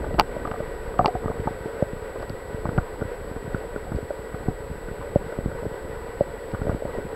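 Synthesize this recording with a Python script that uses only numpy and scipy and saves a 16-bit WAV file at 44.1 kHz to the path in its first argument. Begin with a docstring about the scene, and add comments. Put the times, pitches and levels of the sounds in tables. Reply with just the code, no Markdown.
"""Camera under a stream

A camera in a sealed housing lies under a shallow stream. Bubbles and grains tap the shell and make it ring,
eddies push its wall with low thuds, three large bubbles plop, and hard contacts snap like ticks.
Behind them, noise shaped by the housing's resonances makes the current's faint roar, and low noise its rumble.
The electronics add steady noise as hiss, a pure high tone and a whine made of a broken-up sine."""
import sys
import numpy as np
from scipy import signal
from scipy.fft import rfft, irfft, next_fast_len
from scipy.io import wavfile
from scipy.ndimage import map_coordinates

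SR = 44100
rng = np.random.default_rng(int(sys.argv[2]) if len(sys.argv) > 2 else 0)


def ratio(d):
    """dB to gain"""
    e = np.asarray(d, float) / 20
    return 10 ** e


def pcm_store(signal):
    """Save signal as 16-bit PCM."""
    levels = np.round(np.clip(np.atleast_2d(signal), -1, 1) * 32767)
    wavfile.write(sys.argv[1], SR, levels.astype(np.int16).T)


N = 315315  # length in samples, 7.15 s


def unit(x):
    """Scale x so that its average strength (rms) is 1."""
    return x / np.sqrt(np.mean(x ** 2) + 1e-20)


def along(points, hz):
    """Read a curve of (frequency, value) points, with frequency on a log axis."""
    f, value = np.transpose(points)
    return np.interp(np.log(hz + 1), np.log(f + 1), value)


def over_time(points):
    """Draw straight lines between (time, value) points, one value per sample."""
    return np.interp(np.arange(N) / SR, *np.transpose(points))


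def wobble(rate):
    """A smooth random curve with `rate` random points a second."""
    knots = rng.standard_normal(int(N * rate / SR) + 4)
    return map_coordinates(knots, [np.arange(N) * rate / SR])


def filtered(x, response):
    """Multiply the spectrum of x by a response that depends on frequency."""
    size = next_fast_len(N + 8192)
    hz = np.fft.rfftfreq(size, 1 / SR)
    return irfft(rfft(x, size) * response(hz), size)[..., :N]


def noise(response):
    """Noise coloured by a response, at rms 1."""
    return unit(filtered(rng.standard_normal(N), response))


def ring(modes, db, t, attack):
    """Fading sine waves of a struck body: one row per blow, db gives each blow's strength in each mode."""
    hz, level, t60 = (np.array(column)[None, :, None] for column in zip(*modes))
    fading = ratio(db[:, :, None] + level - 60 * t / t60)
    waves = fading * np.sin(2 * np.pi * hz * t)
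    return waves.sum(1) * (1 - np.exp(-t / attack)) ** 2


def placed(seconds, rows):
    """Add up short sounds, each starting at its own moment."""
    at = np.round(seconds * SR).astype(int)[:, None] + np.arange(rows.shape[1])
    # samples outside the scene land in a spare last slot or at sample 0
    return np.bincount(np.clip(at, 0, N).ravel(), rows.ravel(), N + 1)[:N]


# ways the shell rings when tapped: f/Hz, level/dB, t60/s (time to fade by 60 dB)
SHELL_MODES = [(450, 2, 0.026), (564.4, 2, 0.031), (732, -9, 0.061), (880, -5, 0.026), (1029, 13.5, 0.01),
               (1194, 5.5, 0.017), (1434, 1.5, 0.018), (1900, -10, 0.0072)]


def taps(s, db, centre_hz):
    """A bubble or grain taps the shell: a rounded blip at its pitch, then the nearest modes ring on."""
    hz = np.array([mode[0] for mode in SHELL_MODES])
    t = np.arange(SR // 20) / SR
    octaves_away = np.abs(np.log2(hz / centre_hz[:, None]))
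    strength = db[:, None] + 5.5 - 45 * octaves_away
    strength = strength + 3.9 * rng.standard_normal(strength.shape)  # no two taps ring alike
    cycles = t * centre_hz[:, None]
    bump = np.exp(-((cycles - 1.2) / 0.62) ** 2)
    blip = ratio(db[:, None] - 11) * bump * np.sin(2 * np.pi * cycles)
    return placed(s + 0.00028, blip + ring(SHELL_MODES, strength, t, attack=0.0012))


# ringing taps on the shell: t/s, level/dB, centre f/Hz, rim level/dB
TAP_EVENTS = [(0.042, -23, 885, -27), (0.064, -20.5, 533, -32), (0.107, -25, 527, -43),
              (0.142, -19, 800, -35), (0.183, -10, 790, -40), (0.189, -7, 810, -15),
              (0.196, -3.5, 900, -10), (0.207, -11, 860, -19), (0.364, -22, 564, -41),
              (0.452, -18, 750, -20.5), (0.473, -18, 800, -25), (0.513, -17, 794, -18.5),
              (0.538, -21, 765, -29), (0.559, -36, 900, -29), (0.602, -21.5, 540, -45),
              (0.94, -25.5, 510, -27), (0.991, -6.5, 737, -13.5), (1.0, -19, 596, -43),
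              (1.008, -9, 750, -26), (1.045, -10.5, 880, -34), (1.058, -10, 880, -26),
              (1.078, -17.5, 430, -28), (1.081, -14.5, 740, -30), (1.151, -15.5, 730, -32),
              (1.241, -22, 770, -31), (1.258, -40, 500, -26), (1.28, -22.5, 510, -24.5),
              (1.3, -25, 474, -40), (1.309, -21, 820, -32), (1.473, -11, 804, -21),
              (1.658, -24.5, 470, -45), (2.158, -26, 450, -49), (2.227, -22, 490, -22),
              (2.298, -25.5, 550, -38), (2.654, -14, 870, -33), (2.664, -40, 500, -28),
              (2.691, -25, 780, -22), (2.778, -17.5, 730, -23), (2.783, -47, 450, -14.5),
              (3.011, -31, 500, -22.5), (3.023, -20.5, 410, -26), (3.545, -41, 500, -21),
              (3.76, -24, 470, -28.5), (3.918, -23.5, 810, -25), (3.985, -27.5, 450, -51),
              (4.105, -22.5, 552, -35), (4.343, -22, 790, -27), (4.48, -15.5, 680, -40),
              (4.886, -29, 500, -32.5), (5.324, -24, 485, -31), (5.386, -21.5, 497, -45),
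              (5.515, -30, 500, -26.5), (5.63, -24.5, 487, -45), (5.653, -23.5, 484, -45),
              (6.537, -26, 840, -36), (6.546, -38, 500, -22), (6.616, -34, 500, -24.5),
              (6.668, -23, 535, -48), (6.68, -21.5, 460, -47), (6.694, -20, 406, -15),
              (6.701, -25, 790, -40), (6.715, -19.5, 544, -33), (6.821, -23.5, 527, -45),
              (6.852, -23, 570, -47), (6.894, -38, 500, -30), (6.95, -27, 556, -45),
              (6.985, -22.5, 570, -45)]
# pitch at which the rim answers a tap: t/s, f/Hz
RIM_PITCH = [(0, 1274), (1.4, 1220), (2.6, 1400), (7.15, 1403)]


def knocks():
    """Each tap sounds at its own pitch; the rim and the body of the shell answer it."""
    s, db, centre_hz, rim_db = np.transpose(TAP_EVENTS)
    rim_hz = np.interp(s, *np.transpose(RIM_PITCH))
    rim = taps(s, rim_db, rim_hz)
    body = taps(s, db - 6.5, np.full(len(s), 500))  # dB relative to the tap, Hz
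    return taps(s, db, centre_hz) + rim + body


def pushes(s, db, hz):
    """An eddy bends the wall in quickly, and it swings back more slowly."""
    u = np.arange(SR // 16) / SR * hz[:, None]  # time counted in periods of hz
    rise = (1 - np.exp(-u / 0.065)) ** 2
    swing = np.sin(2 * np.pi * u ** 0.54) * np.exp(-1.6 * u)  # a power below 1 slows the swing
    return placed(s + 0.00048, ratio(db[:, None] + 5.5) * rise * swing)


# low pushes on the shell: t/s, level/dB, f/Hz (sets how fast each push runs)
PUSH_EVENTS = [(0.142, -15.5, 190), (0.188, -16.5, 274), (0.21, -20, 200), (0.367, -24, 179),
               (0.45, -25, 181), (0.473, -24, 192), (0.513, -20, 202), (0.604, -21.5, 160),
               (0.993, -14, 170), (1.01, -19, 132), (1.025, -21, 160), (1.042, -23, 200),
               (1.057, -14.5, 255), (1.15, -20, 180), (1.244, -26, 119), (1.258, -14, 154),
               (1.3, -18.5, 210), (1.396, -19, 117), (1.458, -22, 202), (1.471, -16, 192),
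               (1.508, -23, 220), (1.657, -22, 218), (1.932, -20, 186), (2.302, -21, 123),
               (2.544, -20, 140), (2.654, -15, 192), (2.668, -28, 140), (2.69, -14.5, 165),
               (2.731, -23, 202), (2.778, -10, 204), (2.783, -11, 110), (3.018, -16, 180),
               (3.052, -23, 100), (3.314, -25, 182), (3.363, -22, 136), (3.477, -24, 140),
               (3.545, -14.5, 180), (3.762, -24.5, 210), (3.918, -17.5, 174), (3.946, -16, 127),
               (3.962, -21, 140), (4.028, -23.5, 160), (4.343, -20, 149), (4.484, -10.5, 163),
               (4.713, -23, 98), (4.884, -24, 202), (5.264, -27, 140), (5.387, -19, 160),
               (5.459, -12.5, 150), (5.482, -22.5, 137), (5.624, -26.5, 150), (5.664, -17.5, 159),
               (5.848, -26.5, 90), (6.536, -18, 170), (6.545, -20.5, 112), (6.616, -16.5, 149),
               (6.653, -24, 200), (6.668, -19, 180), (6.694, -12, 147), (6.729, -21, 150),
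               (6.746, -18, 172), (6.851, -21, 202), (6.984, -23.5, 161), (7.052, -23, 194)]


def eddy_pushes():
    """The clear low thuds, as eddies bend the wall at the listed moments."""
    return pushes(*np.transpose(PUSH_EVENTS))


# large bubbles: t/s, bend level/dB, ring level/dB
PLOP_EVENTS = [(1.8255, -10.5, -12), (5.16, -7, -8.5), (6.21, -14.5, -7.5)]


def plops():
    """A large bubble lets go of the shell: the wall is sucked out, swings back ever slower, and one mode sings."""
    s, bend_db, ring_db = np.transpose(PLOP_EVENTS)
    t = np.arange(-SR // 200, SR // 20) / SR
    before, after = np.minimum(t, 0), np.maximum(t, 0)
    bend_shape = np.exp(-(before / 0.00051) ** 2 - (after / 0.0055) ** 2)
    bend = np.cos(np.pi * (after / 0.0022) ** 0.6) * bend_shape
    sing_shape = np.exp(-(before / 0.0017) ** 2 - after / 0.0059)
    sing = np.cos(2 * np.pi * SHELL_MODES[1][0] * t) * sing_shape
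    return placed(s + t[0], -ratio(bend_db)[:, None] * bend - ratio(ring_db)[:, None] * sing)


# hard ticks: t/s, level/dB, centre f/Hz, crack level/dB (relative to the tick)
TICK_EVENTS = [(.142, -37, 3010, -30), (.189, -28, 2400, -25), (.193, -24, 4500, -20),
               (.197, -3.5, 3600, -10), (.209, -20, 3050, -35), (.474, -40, 2840, -30),
               (.514, -34.5, 2760, -30), (0.989, -32, 2660, -21), (1.059, -12, 3370, -19),
               (1.074, -38, 4500, -30), (1.08, -34, 4500, -30), (1.402, -44, 2620, -30),
               (2.225, -38.5, 4250, -25), (2.296, -32, 4480, -10), (2.778, -33, 2400, -35),
               (3.96, -41, 4500, -30), (6.517, -39, 3960, -30)]
# ways the shell rings when ticked: f/Hz, level/dB, t60/s
TICK_MODES = [(1110, 7, 0.0072), (2400, -6.5, 0.011), (2750, -1.5, 0.0071), (4600, 1, 0.0045),
              (5380, -13.5, 0.0072)]


def ticks():
    """Hard contacts: a crack of noise, very short modes strongest near each tick's centre, a faint fizzing tail."""
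    s, db, centre_hz, crack_db = np.transpose(TICK_EVENTS)
    hz = np.array([mode[0] for mode in TICK_MODES])
    t = np.arange(SR // 25) / SR
    strength = db[:, None] + 4.5 - 9 * np.abs(np.log2(hz / centre_hz[:, None]))
    modes = placed(s, ring(TICK_MODES, strength, t, attack=0.0001))

    shape = (len(s), len(t))
    crack = ratio((db + crack_db + 3)[:, None] - 60 * t / 0.0035) * rng.standard_normal(shape)
    fizz = ratio(db[:, None] - 17.5 - 60 * t / 0.028) * rng.standard_normal(shape)
    dull_crack = filtered(placed(s, crack), lambda f: 1 / (1 + 1j * f / 9000))
    tail = filtered(placed(s, fizz), lambda f: np.exp(-((f - 3200) / 1800) ** 2))
    return dull_crack + tail - modes


def patter(count=340):
    """Many faint pushes and taps at random moments under the clear ones; higher taps tend to be weaker."""
    push_s, tap_s = rng.random((count, 2)).T * N / SR
    a, b, c, d = rng.standard_normal((count, 4)).T
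    faint_pushes = pushes(push_s, -35 + 3 * a, 110 * np.exp(0.5 * b))
    faint_taps = taps(tap_s, -39 + 3 * c - 4 * d, 750 * np.exp(0.498 * d))
    return faint_pushes + faint_taps


# slow strength of the eddies: t/s, level/dB
EDDY_STRENGTH = [(0, -33), (1, -41.5), (2.5, -44), (3.2, -41.5), (5, -42.5), (6.3, -43), (7.15, -41)]


def surges():
    """Loudness of the eddies' rumble: a slow strength, and a swell around each push."""
    surge_db, surge_s = -19, 0.022  # level relative to the push, half length
    s, db, _ = np.transpose(PUSH_EVENTS)
    t = np.arange(-SR // 5, SR // 5) / SR
    swell_power = ratio(db + surge_db)[:, None] ** 2 * np.exp(-(t / surge_s) ** 2)
    return np.sqrt(ratio(over_time(EDDY_STRENGTH)) ** 2 + placed(s + t[0], swell_power))


# resonances of the hollow housing: f/Hz, width/Hz, level/dB
HOUSING_MODES = [(444.3, 65.6, 4.5), (570, 53, -0.5), (680, 26, -8), (976, 46, -8), (1220, 27, -18),
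                 (1514, 79, -9.5), (1933, 53.5, -10), (4480, 91, -58)]


def hollow(f):
    """Response of the housing: resonances added with alternating sign."""
    total = 0
    for k, (centre, width, db) in enumerate(HOUSING_MODES):
        peak = 1j * f * width / (centre * centre - f * f + 1j * f * width)
        total = total + (-1) ** k * ratio(db) * peak
    return total


# strength of the current's roar: t/s, level/dB
ROAR_STRENGTH = [(0, -35.5), (1.4, -35.5), (2, -35.5), (4.5, -37), (7.15, -36)]
# colour of the broad part of the roar: f/Hz, level/dB (relative, per Hz)
BROAD_COLOUR = [(100, -49), (250, -22), (600, -11), (1200, -15.5), (2200, -22.5), (2600, -28),
                (5000, -41.5), (8000, -75)]
# colour of the eddies' rumble: f/Hz, level/dB (relative, per Hz)
RUMBLE_COLOUR = [(8.8, -43), (15, 3.5), (60, 1), (87, -8), (179, -13), (350, -9.5), (460, -16), (770, -120)]


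def current():
    """Flow noise: a lumpy rumble, and a roar heard through the hollow housing."""
    roar = noise(lambda f: np.hypot(np.abs(hollow(f)), ratio(along(BROAD_COLOUR, f))))
    rumble = noise(lambda f: ratio(along(RUMBLE_COLOUR, f)))
    roar_gain = ratio(over_time(ROAR_STRENGTH) + 1.05 * wobble(15))
    rumble_gain = surges() * ratio(2.4 * wobble(20))
    return roar_gain * roar + rumble_gain * rumble


# colour of the electronic hiss: f/Hz, level/dB (relative, per Hz)
HISS_COLOUR = [(1470, -39), (2500, -6), (4620, -2), (6350, -19), (7590, -10), (8080, -13), (8400, -8),
               (13100, -12.5), (16000, -15.5)]


def electronics():
    """Steady hiss, a pure high tone, and a whine that flips sign once a picture frame and drops out half-way."""
    frame_hz, whine_hz, pure_hz = 30 / 1.001, 7867.13, 12600
    t = np.arange(N) / SR
    flips = np.sign(np.sin(np.pi * frame_hz * (t - 0.0178)))
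    gap = (frame_hz * (t - 0.0008)) % 1 < 0.035  # silent for 3.5 % of each frame
    whine = ratio(-53.5) * flips * (1 - gap) * np.sin(2 * np.pi * whine_hz * t)
    pure = ratio(-65.5) * np.sin(2 * np.pi * pure_hz * t)
    hiss = ratio(-59.5) * noise(lambda f: ratio(along(HISS_COLOUR, f)))
    return whine + pure + hiss


def scene():
    """Everything added up at the one microphone."""
    blows = knocks() + eddy_pushes() + plops() + ticks() + patter()
    return (blows + current() + electronics())[None]


def low_pass(x):
    """Removes everything above the highest recorded frequency."""
    return signal.sosfilt(signal.butter(12, 16810, fs=SR, output="sos"), x)


def record(dry):
    """The input stage squashes the loudest peaks; a notch darkens the treble; a band limit ends it."""
    full_scale = 0.92
    notch_hz, top_hz = 6280, 15780
    squashed = dry / (1 + np.abs(dry / full_scale) ** 6) ** (1 / 6)

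    def notch_and_limit(f):
        """A deep dip around notch_hz, and nothing from top_hz up."""
        offset = notch_hz ** 2 - f * f
        return (offset + 1j * f * 30) / (offset + 1j * f * 1500) * (f < top_hz)

    return low_pass(filtered(squashed, notch_and_limit))


dry = scene()
out = record(dry)
pcm_store(out)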